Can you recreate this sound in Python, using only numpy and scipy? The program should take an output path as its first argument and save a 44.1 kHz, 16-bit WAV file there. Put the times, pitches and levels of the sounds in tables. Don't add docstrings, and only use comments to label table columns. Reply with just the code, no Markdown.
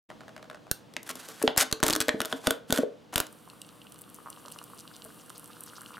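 import sys
import numpy as np
from scipy import signal
from scipy.fft import rfft, irfft, next_fast_len
from scipy.io import wavfile
from scipy.ndimage import map_coordinates

SR = 44100
rng = np.random.default_rng(int(sys.argv[2]) if len(sys.argv) > 2 else 0)


def digitize_waveform(pressure):
    field = np.atleast_2d(pressure).T
    bounded = np.clip(field, -1, 1)
    quanta = np.round(bounded * 32767).astype(np.int16)
    wavfile.write(sys.argv[1], SR, quanta)


N = 264291
TOP_HZ = 16100


def amp(db):
    return 10 ** (np.asarray(db) / 20)


def unit(x):
    return x / np.sqrt(np.mean(x ** 2) + 1e-20)


def at_level(x, db, span):
    return amp(db) * x * np.sqrt(span * SR) / np.linalg.norm(x)


def along(points, hz):
    f, v = np.transpose(points)
    return np.interp(np.log(hz + 1), np.log(f), v)


def curves(rows):
    s, *cols = np.transpose(rows)
    return [np.interp(np.arange(N) / SR, s, c) for c in cols]


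def add(track, s, x):
    i = max(round(s * SR), 0)
    track[i:i + len(x)] += x[:max(N - i, 0)]


def filtered(x, response):
    n = x.shape[-1]
    m = next_fast_len(n + SR // 4)
    return irfft(rfft(x, m) * response(np.fft.rfftfreq(m, 1 / SR)), m)[..., :n]


def ringing(gain, size=1024):
    cepstrum = irfft(np.log(gain(np.fft.rfftfreq(size, 1 / SR)) + 1e-6))
    cepstrum[1:size // 2] *= 2
    cepstrum[size // 2 + 1:] = 0
    return irfft(np.exp(rfft(cepstrum)))


def wobble(rate):
    knots = rng.standard_normal(int(N * rate / SR) + 4)
    return map_coordinates(knots, [np.arange(N) * rate / SR])


def sparks(n, rate, scatter_db):
    sizes = amp(scatter_db * np.clip(rng.standard_normal(n), -2, 2)) * rng.choice([-1, 1], n)
    return unit(sizes * (rng.random(n) < rate / SR))


def burst(t60, first):
    t = np.arange(SR // 20) / SR
    return rng.standard_normal(len(t)) * amp(-60 * t / t60) + first * (t == 0)


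def ping(hz, cycles, rise):
    turns = np.arange(SR // 10) / SR * hz
    x = np.sin(2 * np.pi * turns) * amp(-60 * turns / cycles) * (1 - np.exp(-turns / rise))
    return x / np.abs(x).max()


def modes(table):
    t = np.arange(SR // 4) / SR
    out = 0
    for hz, db, t60 in table:
        strength_db = db + rng.normal(0, 4.6)
        out = out + amp(strength_db - 60 * t / t60) * np.sin(2 * np.pi * hz * t) * rng.choice([-1, 1])
    return out


# pitch in Hz, level of the side over the middle in dB.
WIDTH = [(40, 7), (130, -2.5), (300, -3.5), (1000, -3), (4000, -11.5), (8000, -29), (13000, -1)]


def diffuse(pair):
    side = filtered(pair[1], lambda hz: amp(along(WIDTH, hz)))
    return np.array([pair[0] + side, pair[0] - side])


# pitch in Hz, relative level in dB.
AMBIENCE_COLOUR = [(25, -25), (60, -8.5), (95, -8), (130, -2.5), (220, 4), (300, 0.5), (390, -4),
                   (480, -2.5), (600, -5.5), (1000, -9), (2200, -17), (3000, -15), (6000, -23.5),
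                   (16000, -37)]
# time in seconds, level in dB.
BACKGROUND = [(0.085, -110), (0.092, -54.5), (0.6, -57), (0.8, -56.5), (3.05, -58), (3.35, -57.5),
              (6, -56.5)]
# pitch in Hz, level at the end in dB.
HUM = [(118.4, -69.5), (161.5, -68.5), (301.5, -66.5), (484.5, -67)]


def ambience():
    noise = rng.standard_normal((2, N))
    air = unit(filtered(noise, lambda hz: amp(along(AMBIENCE_COLOUR, hz))))
    t = np.arange(N) / SR
    level_db = curves(BACKGROUND)[0]
    hum = 0
    for hz, db in HUM:
        hum = hum + amp(db) * np.sqrt(2) * np.sin(2 * np.pi * (hz * t + rng.random()))
    return amp(level_db) * diffuse(air) + amp(level_db - level_db[-1]) * hum


# pitch in Hz, time to fall 60 dB in seconds.
ROOM = [(100, 0.17), (450, 0.38), (1500, 0.28), (5000, 0.26), (15000, 0.17)]
# pitch in Hz, reflected level in dB.
ECHO = [(60, -20.5), (250, -11), (500, -6.5), (1500, -9.5), (3000, -10), (4500, -12), (9000, -16.5),
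        (16000, -15)]


def room(x, count=14):
    out = np.zeros((2, N + SR))
    for part in np.array_split(np.arange(N), count):
        hz, t, z = signal.stft(rng.standard_normal((2, SR // 2)), SR, nperseg=256)
        t60 = along(ROOM, hz)[:, None]
        same_energy = np.sqrt(2 * np.log(1000) / (t60 * SR))
        fade = amp(along(ECHO, hz)[:, None] - 60 * t / t60) * same_energy
        build_up = 1 - np.exp(-t / 0.0017)
        tail = signal.istft(z * fade * build_up, SR, nperseg=256)[1]
        wet = signal.fftconvolve(x[part][None], tail, axes=1)
        out[:, part[0]:part[0] + wet.shape[1]] += wet
    return diffuse(out[:, :N])


# pitch in Hz, gain in dB.
LID = [(60, -28.5), (300, 5.5), (650, 5.5), (1050, 4), (1500, 6), (1900, 1), (2400, -2), (3300, 1.5),
       (5100, 1.5), (7300, 4), (10500, 5.5), (14000, 4), (16000, -9)]


def lid(push, centre_hz, octaves):
    def gain(hz):
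        patch = (1 + (np.log2((hz + 1) / centre_hz) / octaves) ** 2) ** -4
        return patch * amp(along(LID, hz))
    return signal.fftconvolve(push, ringing(gain))


# start in seconds, level of the first slip in dB.
PICKS = [(0.102, -43.5), (0.207, -46.5), (0.281, -45.5), (0.3641, -43.5), (0.427, -46.5), (0.499, -41),
         (0.5455, -45.5), (0.668, -51.5)]
SLIP_GAP_S, SLIP_LOSS_DB = 0.01, 4
PICK_HZ, SLIP_DULLING = 1300, 0.78
RIM_DB = 0.5
# start in seconds, end in seconds, level in dB before the grain wobbles.
STROKES = [(1.074, 1.109, -50), (1.158, 1.344, -49.5), (1.375, 1.49, -50.5), (2.05, 2.304, -60.5),
           (2.302, 2.376, -54), (2.42, 2.526, -55.5), (2.709, 2.797, -46), (3.21, 3.264, -58)]
STROKE_ATTACK_S, STROKE_RELEASE_S = 0.042, 0.047


def fingers(count=3):
    out = np.zeros(N)
    for start, first_db in PICKS:
        for k in range(count):
            s = start + SLIP_GAP_S * k * rng.uniform(0.76, 1.6)
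            db = first_db - SLIP_LOSS_DB * k
            slip = lid(burst(t60=0.016, first=0.67), PICK_HZ * SLIP_DULLING ** k, octaves=3.01)
            add(out, s, at_level(slip, db, span=0.0057))
            add(out, s, amp(db + RIM_DB) * ping(hz=620, cycles=21, rise=.8))
    t = np.arange(N) / SR
    pressure = 0
    for start, end, db in STROKES:
        corners = [start - STROKE_ATTACK_S, start, end, end + STROKE_RELEASE_S]
        pressure = pressure + amp(db) * np.interp(t, corners, [0, 1, 1, 0]) ** 2
    grain = sparks(N, rate=5500, scatter_db=1.5)
    rub = lid(grain, centre_hz=1800, octaves=4.5)[:N]
    return out + pressure * amp(3.2 * wobble(rate=120)) * unit(rub)


# time in seconds, freedom from 0 to 1.
FREEDOM = [(2.0, 0.11), (2.2, 0.46), (2.4, 1), (2.85, 0.74), (3.1, 0.18)]


def freedom(s):
    return np.clip(np.interp(s, *np.transpose(FREEDOM)), 0, 1)


# pitch in Hz, typical relative level in dB, time to fall 60 dB in seconds.
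CUP = [(230.5, -3, 0.15), (275.3, -1.5, 0.18), (352, -1.5, 0.058), (444.7, -2.5, 0.21), (529, -31, 0.82),
       (589, 1.5, 0.059), (643, 2.5, 0.0423)]
SEAL_STIFFENING = 1.14
AIR_HZ, AIR_CYCLES, AIR_DB = 469.5, 45, -5.5


def cup(s, db, span):
    stiffening = SEAL_STIFFENING ** (1 - freedom(s))
    wall = [(hz * stiffening if hz < 300 else hz, level, t60) for hz, level, t60 in CUP]
    out = at_level(modes(wall), db, span)
    add(out, 0, freedom(s) * amp(db + AIR_DB) * ping(AIR_HZ, AIR_CYCLES, rise=1))
    return out


def crack(spread, size=2048):
    hz = np.fft.rfftfreq(size, 1 / SR)
    paths = map_coordinates(rng.standard_normal(size // 16), [hz / 330]) ** 2
    delay = 0.000405 * np.sqrt(1500 / (hz + 300)) + spread * paths
    arrivals = irfft(np.exp(-2j * np.pi * np.cumsum(delay) * SR / size))
    fade = np.linspace(1, 0, size) ** 2
    return unit(arrivals * fade)


def snap(db, hz, octaves):
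    push = crack(spread=0.0004567)
    push = push + 1.27 * unit(burst(t60=0.016, first=0)[:len(push)])
    return at_level(lid(push, hz, octaves), db, span=0.003)


# start in seconds, level in dB, centre pitch in Hz, width in octaves.
SNAPS = [(0.7134, -19, 8900, 9.1), (0.938, -47.5, 2320, 3.6), (0.9657, -30.5, 2260, 2.7),
         (1.0306, -42.5, 4500, 5.8), (1.0762, -43, 2700, 6.1), (1.1032, -34.5, 1610, 3.8),
         (1.155, -38, 2000, 8.2), (1.287, -39, 2000, 9), (1.417, -30.5, 820, 2.4),
         (1.4262, -24.5, 4250, 6.8), (1.4774, -21.5, 2376, 1.5), (1.563, -33.5, 700, 5.2),
         (1.5768, -15.5, 6060, 5.5), (1.6094, -22, 3656, 2), (1.6203, -28.5, 2520, 1.9),
         (1.6283, -29, 2010, 3.2), (1.7133, -34, 2310, 3.4), (1.726, -19, 2960, 3.2),
         (1.8023, -36, 880, 4.6), (1.8292, -16.5, 1034, 4.9), (1.8356, -18, 3420, 3.2),
         (1.842, -26, 1720, 3.3), (1.8653, -21.5, 2400, 4.5), (1.8816, -21, 1580, 6.5),
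         (1.8861, -22.5, 2200, 3.3), (1.899, -21, 1000, 5.3), (1.906, -21.5, 2570, 3.5),
         (1.928, -23.5, 1180, 6), (1.934, -21, 4170, 1.8), (1.952, -23.5, 2560, 3.9),
         (1.9618, -22.5, 1580, 6.2), (2.0036, -20.5, 2420, 5), (2.013, -22.5, 3000, 2.3),
         (2.0831, -24.5, 1850, 4.5), (2.092, -21.5, 2390, 2.2), (2.2038, -23, 1520, 4.4),
         (2.2165, -26.5, 2300, 4), (2.2496, -33, 2000, 4.1), (2.256, -29.5, 2430, 18),
         (2.3264, -26, 1230, 2.9), (2.4709, -18.5, 2305, 4.3), (2.5074, -21, 1490, 12),
         (2.7055, -29.5, 927, 7.1), (2.725, -18, 2095, 6.9), (2.7609, -30, 3150, 4.4),
         (2.7753, -27, 1290, 6.2), (2.7826, -31, 3400, 3.6), (3.131, -34, 750, 2.6),
         (3.1396, -36.5, 2700, 4.4), (3.1584, -19, 3170, 5.2), (3.18, -21.5, 2580, 11),
         (3.202, -20, 3240, 22), (3.2673, -42.5, 3920, 3.7)]
# pitch in Hz, typical relative level in dB, time to fall 60 dB in seconds.
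FLAP = [(1491, -6.5, 0.027), (3000, -11, 0.015), (3490, -0.5, 0.0075)]
FLAP_DB = -2
TUG_DB, TUG_DB_PER_OCTAVE, TUG_HZ = -7.5, -14, 2000


def snaps():
    out = np.zeros(N)
    for s, db, hz, octaves in SNAPS:
        tug_db = TUG_DB + TUG_DB_PER_OCTAVE * max(np.log2(hz / TUG_HZ), 0)
        add(out, s, snap(db, hz, octaves))
        add(out, s, cup(s, db + tug_db, span=0.0077))
        add(out, s, freedom(s) * at_level(modes(FLAP), db + FLAP_DB, span=0.0045))
    return out


OVERLOAD_DB, OVERLOAD_SLOPE = -19, 4.4
THUMP_COMMON_DB, THUMP_OPPOSED_DB = -21, -19.5


def thumps():
    mid, side = np.zeros((2, N))
    t = np.arange(SR // 25) / SR
    u = t / 0.002
    swing = (1 - u) * np.exp(-u) * (1 - np.exp(-t / 0.00011))
    swing /= swing.max()
    for s, db, *_ in SNAPS:
        jolt = amp(OVERLOAD_SLOPE * min(db - OVERLOAD_DB, 0)) * swing
        add(mid, s + 0.00078, amp(THUMP_COMMON_DB) * jolt)
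        add(side, s + 0.001, amp(THUMP_OPPOSED_DB) * jolt * rng.choice([-1, 1]))
    return np.array([mid + side, mid - side])


# start in seconds, peak in dB, pitch in Hz.
KNOCKS = [(0.9659, -19.5, 2100), (1.156, -47, 232), (1.4381, -17, 441), (1.439, -23.5, 253),
          (1.4772, -7, 3450), (1.4782, -11, 728), (2.083, -20, 482), (2.0912, -8.5, 1800),
          (2.1425, -22.5, 249.4), (2.207, -31.5, 236), (2.331, -23.5, 259), (2.477, -19.5, 251),
          (2.7, -25.5, 251), (2.787, -19, 252), (2.788, -17, 545), (2.833, -19.5, 435), (3.158, -16, 3010),
          (3.179, -16, 3000)]
# pitch in Hz, life in cycles.
KNOCK_LIFE = [(250, 7.4), (450, 14.4), (700, 3.6), (3300, 4.7)]


def knocks():
    out = np.zeros(N)
    for s, db, hz in KNOCKS:
        add(out, s, amp(db) * ping(hz, along(KNOCK_LIFE, hz), rise=0.97))
        coupling_db = along([(500, -4.5), (900, -34), (3000, -27)], hz)
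        add(out, s, cup(s, db + coupling_db, span=0.0049))
    return out


# start in seconds, end in seconds, level in dB before the run wobbles, centre pitch in Hz.
RIPS = [(1.089, 1.115, -38.5, 2210), (1.571, 1.61, -24.5, 2320), (1.603, 1.637, -26, 2040),
        (1.833, 1.958, -41, 1560), (2.004, 2.027, -32.5, 2680), (2.311, 2.342, -45.5, 1300),
        (2.432, 2.537, -44.5, 1100), (2.727, 2.798, -41, 1700), (2.792, 2.843, -49, 900),
        (3.125, 3.151, -45.5, 1493), (3.152, 3.222, -42.5, 1610)]
RIP_FADE_DB = 3


def rips():
    out = np.zeros(N)
    for start, end, db, hz in RIPS:
        n = max(round((end - start) * SR), SR // 200)
        breaks = (sparks(N, rate=1100, scatter_db=1.5) + 0.81 * rng.standard_normal(N))[:n]
        swell = signal.windows.tukey(n, 1 / 4) * amp(-RIP_FADE_DB * np.arange(n) / n)
        add(out, start, at_level(lid(breaks * swell, hz, octaves=4.5), db, span=n / SR))
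    return out * amp(2.4 * wobble(rate=140))


CRINKLES_PER_S = 78
CRINKLE_DB, CRINKLE_SCATTER_DB = 1, -2
CRINKLE_SCATTER_OCTAVES = 0.67


def crinkles():
    out = np.zeros(N)
    gap = 1 / CRINKLES_PER_S
    for start, end, run_db, run_hz in RIPS:
        for s in np.arange(start, end - gap, gap):
            size, pitch = rng.uniform(-1, 1, 2)
            db = run_db + CRINKLE_DB + CRINKLE_SCATTER_DB * size
            hz = run_hz * 2 ** (CRINKLE_SCATTER_OCTAVES * pitch)
            add(out, s + rng.random() * gap, snap(db, hz, octaves=3.3))
    return out


def bubbles(n, rate, hz, octaves, cycles, scatter_db):
    draws = rng.random((max(int(rate * n / SR), 1), 4))
    start = (draws[:, :1] * n).astype(int)
    pitch = np.minimum(hz * 2 ** (octaves * (draws[:, 1:2] - draws[:, 2:3])), TOP_HZ)
    size = amp(-scatter_db * np.log(np.maximum(draws[:, 3:], .01)))
    k = np.arange(SR // 100)
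    turns = pitch * k / SR
    pings = size * np.sin(2 * np.pi * turns) * amp(-60 * turns / cycles) * (1 - np.exp(-turns))
    return unit(np.bincount((start + k).ravel(), pings.ravel(), n))


POUR_START = 3.3
# time in seconds, splash level in dB, fizz level in dB.
POUR = [(3.32, -64.5, -61), (4.05, -62, -60.5), (4.44, -61.5, -57), (4.88, -60.5, -56.5),
        (5.26, -60.5, -56.5), (5.71, -57.5, -53.5), (5.99, -56, -57)]
# pitch in Hz, gain in dB.
SPLASH = [(300, -63), (780, -13), (1130, 0), (1450, -4), (1750, -15), (2200, -35), (3000, -34)]
# pitch in Hz, gain in dB.
FIZZ = [(1200, -10.5), (2300, -17.5), (2850, 6.5), (3600, -2.5), (4400, 0.5), (5300, -7), (5900, -0.5),
        (6500, -7), (7500, 1.5), (9400, 7.5), (11500, 1.5), (13700, 3), (16000, -11)]


def water():
    def through(drops, spectrum):
        return unit(filtered(drops[:N], lambda hz: amp(along(spectrum, hz))))
    splash_db, fizz_db = curves(POUR)
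    pouring = np.clip((np.arange(N) / SR - POUR_START) / .03 + 1, 0, 1)
    low = bubbles(N, rate=200, hz=1410, octaves=0.75, cycles=3.9, scatter_db=5)[:N]
    splash = through(low + 2.3 * rng.standard_normal(N), SPLASH)
    high = bubbles(N, rate=800, hz=7020, octaves=1.98, cycles=2.9, scatter_db=10.5)[:N]
    fizz = through(high + 0.98 * rng.standard_normal(N), FIZZ)
    flow = wobble(rate=11)
    return pouring * (amp(splash_db + 0.44 * flow) * splash + amp(fizz_db + 0.76 * flow) * fizz)


CROWDING = 1.9
DROP_SCATTER_DB = 4.5


def stray_drops(level_db, hz, octaves, count):
    share = ((np.arange(count) + rng.random(count)) / count) ** (1 / CROWDING)
    s = POUR_START + share * (N / SR - POUR_START)
    size, pitch = np.clip(rng.standard_normal((count, 2)), -2, 2).T
    db = np.interp(s * SR, np.arange(N), level_db) + DROP_SCATTER_DB * size
    return list(zip(s, db, np.minimum(hz * 2 ** (octaves * pitch), TOP_HZ)))


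# start in seconds, level in dB, pitch in Hz.
TICKS = [(3.5, -43.5, 2830), (3.617, -36, 4000), (3.9219, -43, 5600), (4.0175, -40, 11000),
         (4.1446, -42, 13800), (4.3019, -36, 9530), (4.522, -37, 8230), (4.5876, -38, 3140),
         (5.3017, -42, 5700), (5.38, -40, 10470), (5.6075, -39, 8200), (5.6368, -37, 9320)]
TICK_OCTAVES = 2.16
FAINT_TICK_DB, FAINT_TICK_HZ = 8.5, 9500
SPATTER_DB, SPATTER_HZ = -3.5, 6060
# start in seconds, peak in dB.
PLOPS = [(3.476, -39.5), (4.26, -33.5), (4.2672, -33), (4.2736, -32), (4.285, -35), (4.374, -39),
         (4.452, -35.5), (4.481, -35), (4.561, -35.5), (4.615, -35), (5.303, -34.5), (5.734, -38),
         (5.816, -37.5), (5.97, -32.5)]
# time in seconds, pitch in Hz.
PLOP_HZ = [(3.4, 1028), (5.2, 1230), (5.8, 1423)]
FAINT_PLOP_DB = 13
# start in seconds, level in dB.
SHIFTS = [(4.458, -45), (4.563, -49), (5.054, -41.5)]


def drops():
    out = np.zeros(N)
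    splash_db, fizz_db = curves(POUR)
    faint_ticks = stray_drops(fizz_db + FAINT_TICK_DB, FAINT_TICK_HZ, octaves=0.25, count=13)
    for s, db, hz in TICKS + faint_ticks:
        def gain(f):
            band = (1 + (np.log2((f + 1) / hz) / TICK_OCTAVES) ** 2) ** -3
            return band * amp(along(FIZZ, f))
        tick = np.convolve(burst(t60=0.0098, first=3.3), ringing(gain))
        add(out, s, at_level(tick, db, span=0.002))
    for s, db, hz in stray_drops(fizz_db + SPATTER_DB, SPATTER_HZ, octaves=0.46, count=16):
        spatter = bubbles(SR // 36, rate=700, hz=hz, octaves=0.69, cycles=7.4, scatter_db=1.0)
        add(out, s, amp(db) * spatter)
    clear_plops = [(s, db, np.interp(s, *np.transpose(PLOP_HZ))) for s, db in PLOPS]
    faint_plops = stray_drops(splash_db + FAINT_PLOP_DB, hz=1290, octaves=0.16, count=24)
    for s, db, hz in clear_plops + faint_plops:
        add(out, s, amp(db) * ping(hz, cycles=8.2, rise=0.77))
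    for s, db in SHIFTS:
        add(out, s, at_level(modes(CUP), db, span=0.0038))
    return out


def scene():
    handling = fingers() + snaps() + knocks() + rips() + crinkles()
    handling = filtered(handling, lambda hz: (1j * hz / (60 + 1j * hz)) ** 2)
    direct = handling + water() + drops()
    side_db = [(300, -40), (1200, -16.0), (4500, -23.5), (8000, -26.5), (13500, -4)]
    side = filtered(direct, lambda hz: amp(along(side_db, hz)))
    quadrature = filtered(side, lambda hz: 1j * np.sign(hz))
    side = 0.8 * wobble(rate=40) * side + 0.36 * wobble(rate=25) * quadrature
    return np.array([direct + side, direct - side]) + room(direct) + ambience() + thumps()


def record(dry):
    return filtered(dry, lambda hz: hz < TOP_HZ)


dry = scene()
out = record(dry)
digitize_waveform(out)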